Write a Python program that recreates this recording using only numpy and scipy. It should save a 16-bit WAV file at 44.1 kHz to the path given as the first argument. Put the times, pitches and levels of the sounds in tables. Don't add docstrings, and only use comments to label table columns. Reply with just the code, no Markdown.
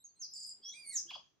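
import sys
import numpy as np
from scipy import signal
from scipy.fft import rfft, irfft
from scipy.io import wavfile
from scipy.ndimage import uniform_filter1d

SR = 44100
rng = np.random.default_rng(int(sys.argv[2]) if len(sys.argv) > 2 else 0)


def dump(signal):
    limited = np.clip(np.atleast_2d(signal).T, -1, 1)
    pcm = np.round(limited * 32767).astype(np.int16)
    wavfile.write(sys.argv[1], SR, pcm)


N = 61739


def amp(db):
    return 10 ** (np.asarray(db) / 20)


def unit_rms(x):
    return x / np.sqrt(np.mean(x ** 2) + 1e-20)


def at_hz(table, hz):
    table_hz, value = np.transpose(table)
    return np.interp(np.log(hz + 1), np.log(table_hz), value)


def shaped(x, spectrum_db):
    gain = amp(at_hz(spectrum_db, np.fft.rfftfreq(2 * SR, 1 / SR)))
    return irfft(rfft(x, 2 * SR) * gain)[..., :N]


def add(mix, start_s, sound):
    part = mix[max(round(start_s * SR), 0):][:len(sound)]
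    part += sound[:len(part)]


def wander(size, rate_hz):
    hz = np.fft.rfftfreq(16384, 1 / SR)
    spectrum = rfft(rng.standard_normal(16384)) / (1 + (hz / rate_hz) ** 4)
    return unit_rms(irfft(spectrum))[:size]


# (frequency [Hz], relative density [dB])
HUSH_SPECTRUM = [(15, -16.5), (35, -1.5), (60, -4), (130, 3.5), (300, 0.5), (500, -6), (1000, -7.5),
                 (2000, -13.5), (4000, -13.5), (7000, -24), (9000, -36.5), (15000, -30.5)]
# (time [s], level [dB])
HUSH_LEVEL = [(0, -86), (.25, -79), (.6, -77), (1.15, -74.5), (1.4, -83)]

def hush(coherence=0.12):
    left, independent = shaped(rng.standard_normal((2, 2 * SR)), HUSH_SPECTRUM)
    right = coherence * left + np.sqrt(1 - coherence ** 2) * independent
    level_db = np.interp(np.arange(N) / SR, *np.transpose(HUSH_LEVEL))
    return unit_rms(np.array([left, right])) * amp(level_db)


# (time [s], pitch [Hz], level [dB])
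BUMPS = [(0.599, 386.3, -70), (1.053, 339, -65)]

def bumps(attack_s=0.0018, decay_s=0.025):
    out, t = np.zeros(N), np.arange(SR // 5) / SR
    envelope = np.minimum(t / attack_s, 1) * np.exp(-t / decay_s)
    for start_s, hz, db in BUMPS:
        add(out, start_s, amp(db) * envelope * np.sin(2 * np.pi * hz * t))
    return out


# (frequency [Hz], gain [dB])
LEAF_COLOUR = [(1000, -2), (3300, -4.5), (5000, 1), (11000, -0.5)]

def scatter(t60_table, build_s=0.0054):
    hz, frame_s, bands = signal.stft(rng.standard_normal((2, SR)), SR, nperseg=256)
    decay = amp(-60 * frame_s / at_hz(t60_table, hz)[:, None])
    tail = signal.istft(bands * decay, SR, nperseg=256)[1][:, :SR]
    tail *= 1 - np.exp(-np.arange(SR) / SR / build_s)
    return shaped(tail / np.linalg.norm(tail, axis=1, keepdims=True), LEAF_COLOUR)


# (left delay [s], right delay [s], gain [dB])
TRUNK_ECHOES = [(.0031, 0.0032, -19.5), (.0068, .00655, -8.5), (0.0123, 0.007, -6.5)]
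# (frequency [Hz], T60 [s])
NEAR_T60 = [(500, 0.22), (1500, 0.24), (3300, 0.3), (6000, 0.25), (9000, 0.26), (15000, 0.16)]
FAR_T60 = [(3000, 0.37), (6000, 0.88), (10000, 0.15)]

def trees(sound, beamed_aside, aside_db=-8, pan_db=1, right_lag_s=0.00002):
    hz = np.fft.rfftfreq(2 * SR, 1 / SR)
    paths = np.array([np.full(len(hz), amp(-pan_db)),
                      amp(pan_db) * np.exp(-2j * np.pi * hz * right_lag_s)])
    for left_s, right_s, db in TRUNK_ECHOES:
        paths += amp(db) * np.exp(-2j * np.pi * np.outer([left_s, right_s], hz))
    early = irfft(rfft(sound + amp(aside_db) * beamed_aside, 2 * SR) * paths)[:, :N]
    tail = amp(-1) * scatter(NEAR_T60) + amp(-27.5) * scatter(FAR_T60)
    return early + signal.fftconvolve((sound + beamed_aside)[None], tail, axes=1)[:, :N]


def syrinx(curve, partials_db=(0,), jitter=0.0039, jitter_hz=300, shimmer_db=1,
           edge_s=0.0039, throat=None):
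    times_s, pitches_hz, levels_db = np.transpose(curve)
    t = np.arange(times_s[0], times_s[-1], 1 / SR)
    hz = np.interp(t, times_s, pitches_hz) * (1 + jitter * wander(len(t), jitter_hz))
    phase = 2 * np.pi * np.cumsum(hz) / SR
    tone = np.zeros(len(t))
    for k, db in enumerate(partials_db, 1):
        throat_db = 0 if throat is None else at_hz(throat, k * hz)
        tone += amp(db + throat_db) * (k * hz < SR / 2) * np.sin(k * phase)
    fade = np.clip(np.minimum(t - t[0], t[-1] - t) / edge_s, 0, 1)
    level_db = np.interp(t, times_s, levels_db) + shimmer_db * wander(len(t), jitter_hz)
    return times_s[0], np.sqrt(2) * tone * fade * amp(level_db)


# (time [s], pitch [Hz], level [dB])
OVERTONES = [
    [(.195, 12900, -85), (.215, 12200, -72), (.226, 11760, -75), (.238, 9070, -75.5)],
    [(.298, 13200, -79), (.313, 11440, -71.5), (.322, 10200, -79), (.334, 10200, -84)],
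]

def overtones():
    out = np.zeros(N)
    for curve in OVERTONES:
        add(out, *syrinx(curve, jitter=0.011, jitter_hz=700))
    return out


# (frequency [Hz], relative density [dB])
FIZZ_SPECTRUM = [(3200, -54), (3800, -0.5), (4900, -10.5), (5800, 2.5), (7000, 1), (9600, -15.5),
                 (10900, -5.5), (12500, -18), (14000, -7.5), (15500, -17.5)]
# (time [s], level [dB])
FIZZ_LEVEL = [(.88, -97.5), (.915, -68.5), (.935, -58.5), (.975, -57.5), (0.99, -72.5), (1.011, -110)]

def fizz():
    level_db = np.interp(np.arange(N) / SR, *np.transpose(FIZZ_LEVEL), left=-np.inf, right=-np.inf)
    return amp(level_db) * unit_rms(shaped(rng.standard_normal(N), FIZZ_SPECTRUM))


# (time [s], pitch [Hz], source level [dB])
CLUCKS = [
    [(1.07, 1379, -60), (1.08, 1608, -60.5), (1.092, 1633, -48), (1.102, 1706, -42.5), (1.1075, 1377, -38),
     (1.111, 1123, -44.5), (1.115, 945, -57.5), (1.122, 606, -58.5)],
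    [(1.126, 1335, -45), (1.134, 1615, -46), (1.146, 1697, -37), (1.1505, 1438, -41), (1.155, 1110, -44),
     (1.161, 755, -53), (1.169, 516, -57.5)],
]
# (frequency [Hz], gain [dB])
THROAT_DARK = [(300, 0), (600, 5), (1050, 0.5), (1400, -35.5), (1700, -22), (1860, -61), (2150, -10),
               (3300, -5.5), (4000, -5.5), (5000, -8), (7000, -33), (9000, -37.5), (15000, -27.5)]
THROAT_OPEN = [(300, -9), (600, 1), (1050, -0.5), (1400, -22.5), (1860, -38), (2300, -27), (2800, -9.5),
               (3300, -5.5), (3900, -12), (4700, -3), (5200, -8.5), (5800, -15.5), (9000, -52.5),
               (15000, -35)]

def clucks():
    out = np.zeros(N)
    partials_db = [-3, 0, -13.5, -7.5, -5.5, -16, -6.5, -10.5]
    for curve, throat in zip(CLUCKS, (THROAT_DARK, THROAT_OPEN)):
        add(out, *syrinx(curve, partials_db, jitter=0.01, jitter_hz=587, throat=throat))
    return out


# (time [s], pitch [Hz], source level [dB])
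WHISTLES = [
    [(.04, 6490, -55), (.046, 6620, -54), (.053, 6560, -54), (.061, 6150, -63), (.07, 5840, -68)],
    [(.074, 6540, -70.5), (.09, 6380, -76), (.098, 7000, -83)],
    [(.086, 4890, -73.5), (.095, 4520, -80), (.108, 4430, -80)],
    [(.19, 7100, -74), (.2, 6490, -56.5), (.216, 6224, -46.5), (.226, 5650, -46.5), (.236, 4940, -46.5),
     (.245, 4895, -50), (.256, 4310, -61.5), (.272, 3970, -78)],
]
PIPS = [
    [(0, 3860, -67.5), (.012, 3777, -78.5), (.028, 4110, -79), (.044, 4010, -86)],
    [(.15, 3910, -88), (.168, 4200, -75.5), (.182, 4090, -82.5), (.194, 4340, -69)],
]
SLUR = [(.311, 5380, -60.5), (.322, 5100, -56), (.338, 5200, -56.5), (.356, 5230, -54.5)]
# (frequency [Hz], gain [dB])
PIP_THROAT = [(4000, -2), (8000, -1), (11800, -6.5), (12700, -40), (15000, -28)]

def whistles():
    out = np.zeros(N)
    for curve in WHISTLES:
        add(out, *syrinx(curve))
    for curve in PIPS:
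        add(out, *syrinx(curve, partials_db=[0, 0, 0], throat=PIP_THROAT))
    add(out, *syrinx(SLUR, jitter=0.035, jitter_hz=850, shimmer_db=-0.5))
    return out


def rasp(bursts, throat, partials_db, jitter, sag):
    out = np.zeros(N)
    for start_s, length_s, hz, db in bursts:
        curve = [(start_s, hz * (1 + sag / 2), db), (start_s + length_s, hz * (1 - sag / 2), db)]
        add(out, *syrinx(curve, partials_db, jitter, jitter_hz=850, shimmer_db=4, edge_s=0.0031))
    return shaped(out, throat)


# (time [s], length [s], pitch [Hz], source level [dB])
HIGH_BURSTS = [(.343, 0.035, 7280, -53.5), (.364, 0.02, 7540, -53.5), (.394, 0.016, 7580, -47),
               (.426, 0.014, 7500, -49), (.459, 0.024, 8560, -53), (.497, 0.022, 7680, -59.5)]
LOW_BURSTS = [(.353, 0.018, 4865, -46), (.377, 0.02, 4934, -48.5), (.409, 0.019, 4765, -45.5),
              (.439, 0.019, 4890, -46), (.472, 0.012, 4887, -46), (.499, 0.021, 4990, -49)]
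# (frequency [Hz], gain [dB])
HIGH_THROAT = [(4000, -40), (6000, -15), (6900, -4.5), (7900, -7), (9300, -6.5), (10200, -14), (11000, 11),
               (12300, 26.5), (13300, -14), (14700, 2), (15600, -24)]
LOW_THROAT = [(3500, -63), (4200, -40), (4650, -2.5), (5200, -5.5), (5650, -37.5), (6200, -42), (9500, -7),
              (11500, 5), (13000, -29), (14500, -8), (15500, -9)]
# (time [s], pitch [Hz], level [dB])
CHIPS = [(0.3352, 7225, -42.5), (0.492, 7440, -42)]

def trill(chip_s=0.0052, chip_glide=0.051):
    out = rasp(HIGH_BURSTS, HIGH_THROAT, partials_db=[0, -32], jitter=0.07, sag=0.053)
    out += rasp(LOW_BURSTS, LOW_THROAT, partials_db=[0, -24, -34], jitter=0.03, sag=0.1)
    for start_s, hz, db in CHIPS:
        curve = [(start_s, hz * (1 - chip_glide), db), (start_s + chip_s, hz * (1 + chip_glide), db)]
        add(out, *syrinx(curve, edge_s=0.0025))
    return out


# (frequency [Hz], gain [dB])
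COMBINATION_THROAT = [(4800, -16.5), (6500, 1.5), (9000, -12.5), (11000, 3), (13300, 4), (15500, -5)]

def duet(low_curve, high_curve, low_partials_db, sidebands_db,
         jitter, shimmer_db, octave_db, shake_rad, shake_s=0.0012):
    low, high = np.zeros((2, N))
    add(low, *syrinx(low_curve, low_partials_db, jitter=0.002))
    add(high, *syrinx(high_curve, [0, octave_db], jitter, shimmer_db=shimmer_db))
    times_s, low_hz, _ = np.transpose(low_curve)
    phase = 2 * np.pi * np.cumsum(np.interp(np.arange(N) / SR, times_s, low_hz)) / SR
    phase += shake_rad * unit_rms(uniform_filter1d(rng.standard_normal(N), round(shake_s * SR)))
    coupling = sum(amp(db) * np.exp(1j * k * phase) for k, db in zip((-1, 1, 2), sidebands_db))
    combination_tones = (signal.hilbert(high) * coupling).real
    return low + high + shaped(combination_tones, COMBINATION_THROAT)


# (time [s], pitch [Hz], source level [dB])
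RISE_LOW = [(.622, 3080, -78.5), (0.636, 3363, -56), (0.667, 3310, -49), (0.698, 3342, -48.5),
            (0.717, 3430, -57), (0.73, 3885, -52), (0.74, 4010, -69.5)]
RISE_HIGH = [(.615, 4490, -72), (0.633, 4940, -63.5), (0.65, 5400, -52.5), (0.664, 5634, -48.5),
             (0.68, 5670, -52.5), (0.691, 6086, -48), (0.701, 6560, -68), (.72, 6830, -62.5)]
SIDE_TONE = [(.636, 3750, -79), (.67, 4020, -76.5), (.705, 4150, -75.5), (.725, 4450, -75)]
RISE_PARTIALS_DB = [-4, -38, -43.5, -41]
RISE_SIDEBANDS_DB = [-44, -26.5, -43]

def rise():
    out = duet(RISE_LOW, RISE_HIGH, RISE_PARTIALS_DB, RISE_SIDEBANDS_DB,
               jitter=0.0097, shimmer_db=2.5, octave_db=-34.5, shake_rad=1.1)
    add(out, *syrinx(SIDE_TONE, jitter=0.028))
    return out


# (time [s], pitch [Hz], source level [dB])
SWOOP_LOW = [(.733, 2030, -70.5), (0.744, 2317, -57.5), (0.761, 2426, -58), (0.804, 2417, -60),
             (0.834, 2356, -62), (0.867, 2198, -60), (0.888, 2190, -64.5), (0.914, 2217, -56),
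             (0.929, 2020, -61.5), (0.951, 1850, -62.5), (0.98, 1668, -70.5)]
SWOOP_HIGH = [(0.728, 7700, -74), (0.743, 8600, -68.5), (0.772, 8570, -65), (.801, 8730, -66.5),
              (.807, 9500, -87.5), (.813, 10360, -76), (.835, 9900, -76), (0.849, 9180, -64.5),
              (0.872, 8800, -51.5), (0.898, 8900, -49.5), (0.913, 8980, -59.5), (0.933, 7786, -49.5),
              (.951, 7110, -42), (0.963, 6440, -33), (0.975, 5777, -38), (.987, 4808, -45)]
# (time [s], level re SWOOP_LOW [dB])
SWOOP_OCTAVE = [(.733, -17), (.78, -12), (.815, 2.5), (.86, -7.5), (.895, 4.5), (.915, 2.5), (.935, -11.5),
                (.95, -5)]
SWOOP_PARTIALS_DB = [-2, -18, -19, -33, -33]
SWOOP_SIDEBANDS_DB = [-22, -21, -39]

def swoop():
    out = np.zeros(N)
    octave = [(s, 2 * hz, db + np.interp(s, *np.transpose(SWOOP_OCTAVE))) for s, hz, db in SWOOP_LOW]
    add(out, *syrinx(octave, jitter=0.001))
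    return out + duet(SWOOP_LOW, SWOOP_HIGH, SWOOP_PARTIALS_DB, SWOOP_SIDEBANDS_DB,
                      jitter=0.0067, shimmer_db=2.38, octave_db=-36.5, shake_rad=0.3)


def scene():
    song = whistles() + trill() + rise() + swoop() + fizz() + clucks()
    return trees(song + bumps(), beamed_aside=overtones()) + hush()


def record(dry):
    lowpass = signal.firwin(511, 15650, window=("kaiser", 9), fs=SR)
    return signal.oaconvolve(dry, lowpass[None], "same")


dry = scene()
out = record(dry)
dump(out)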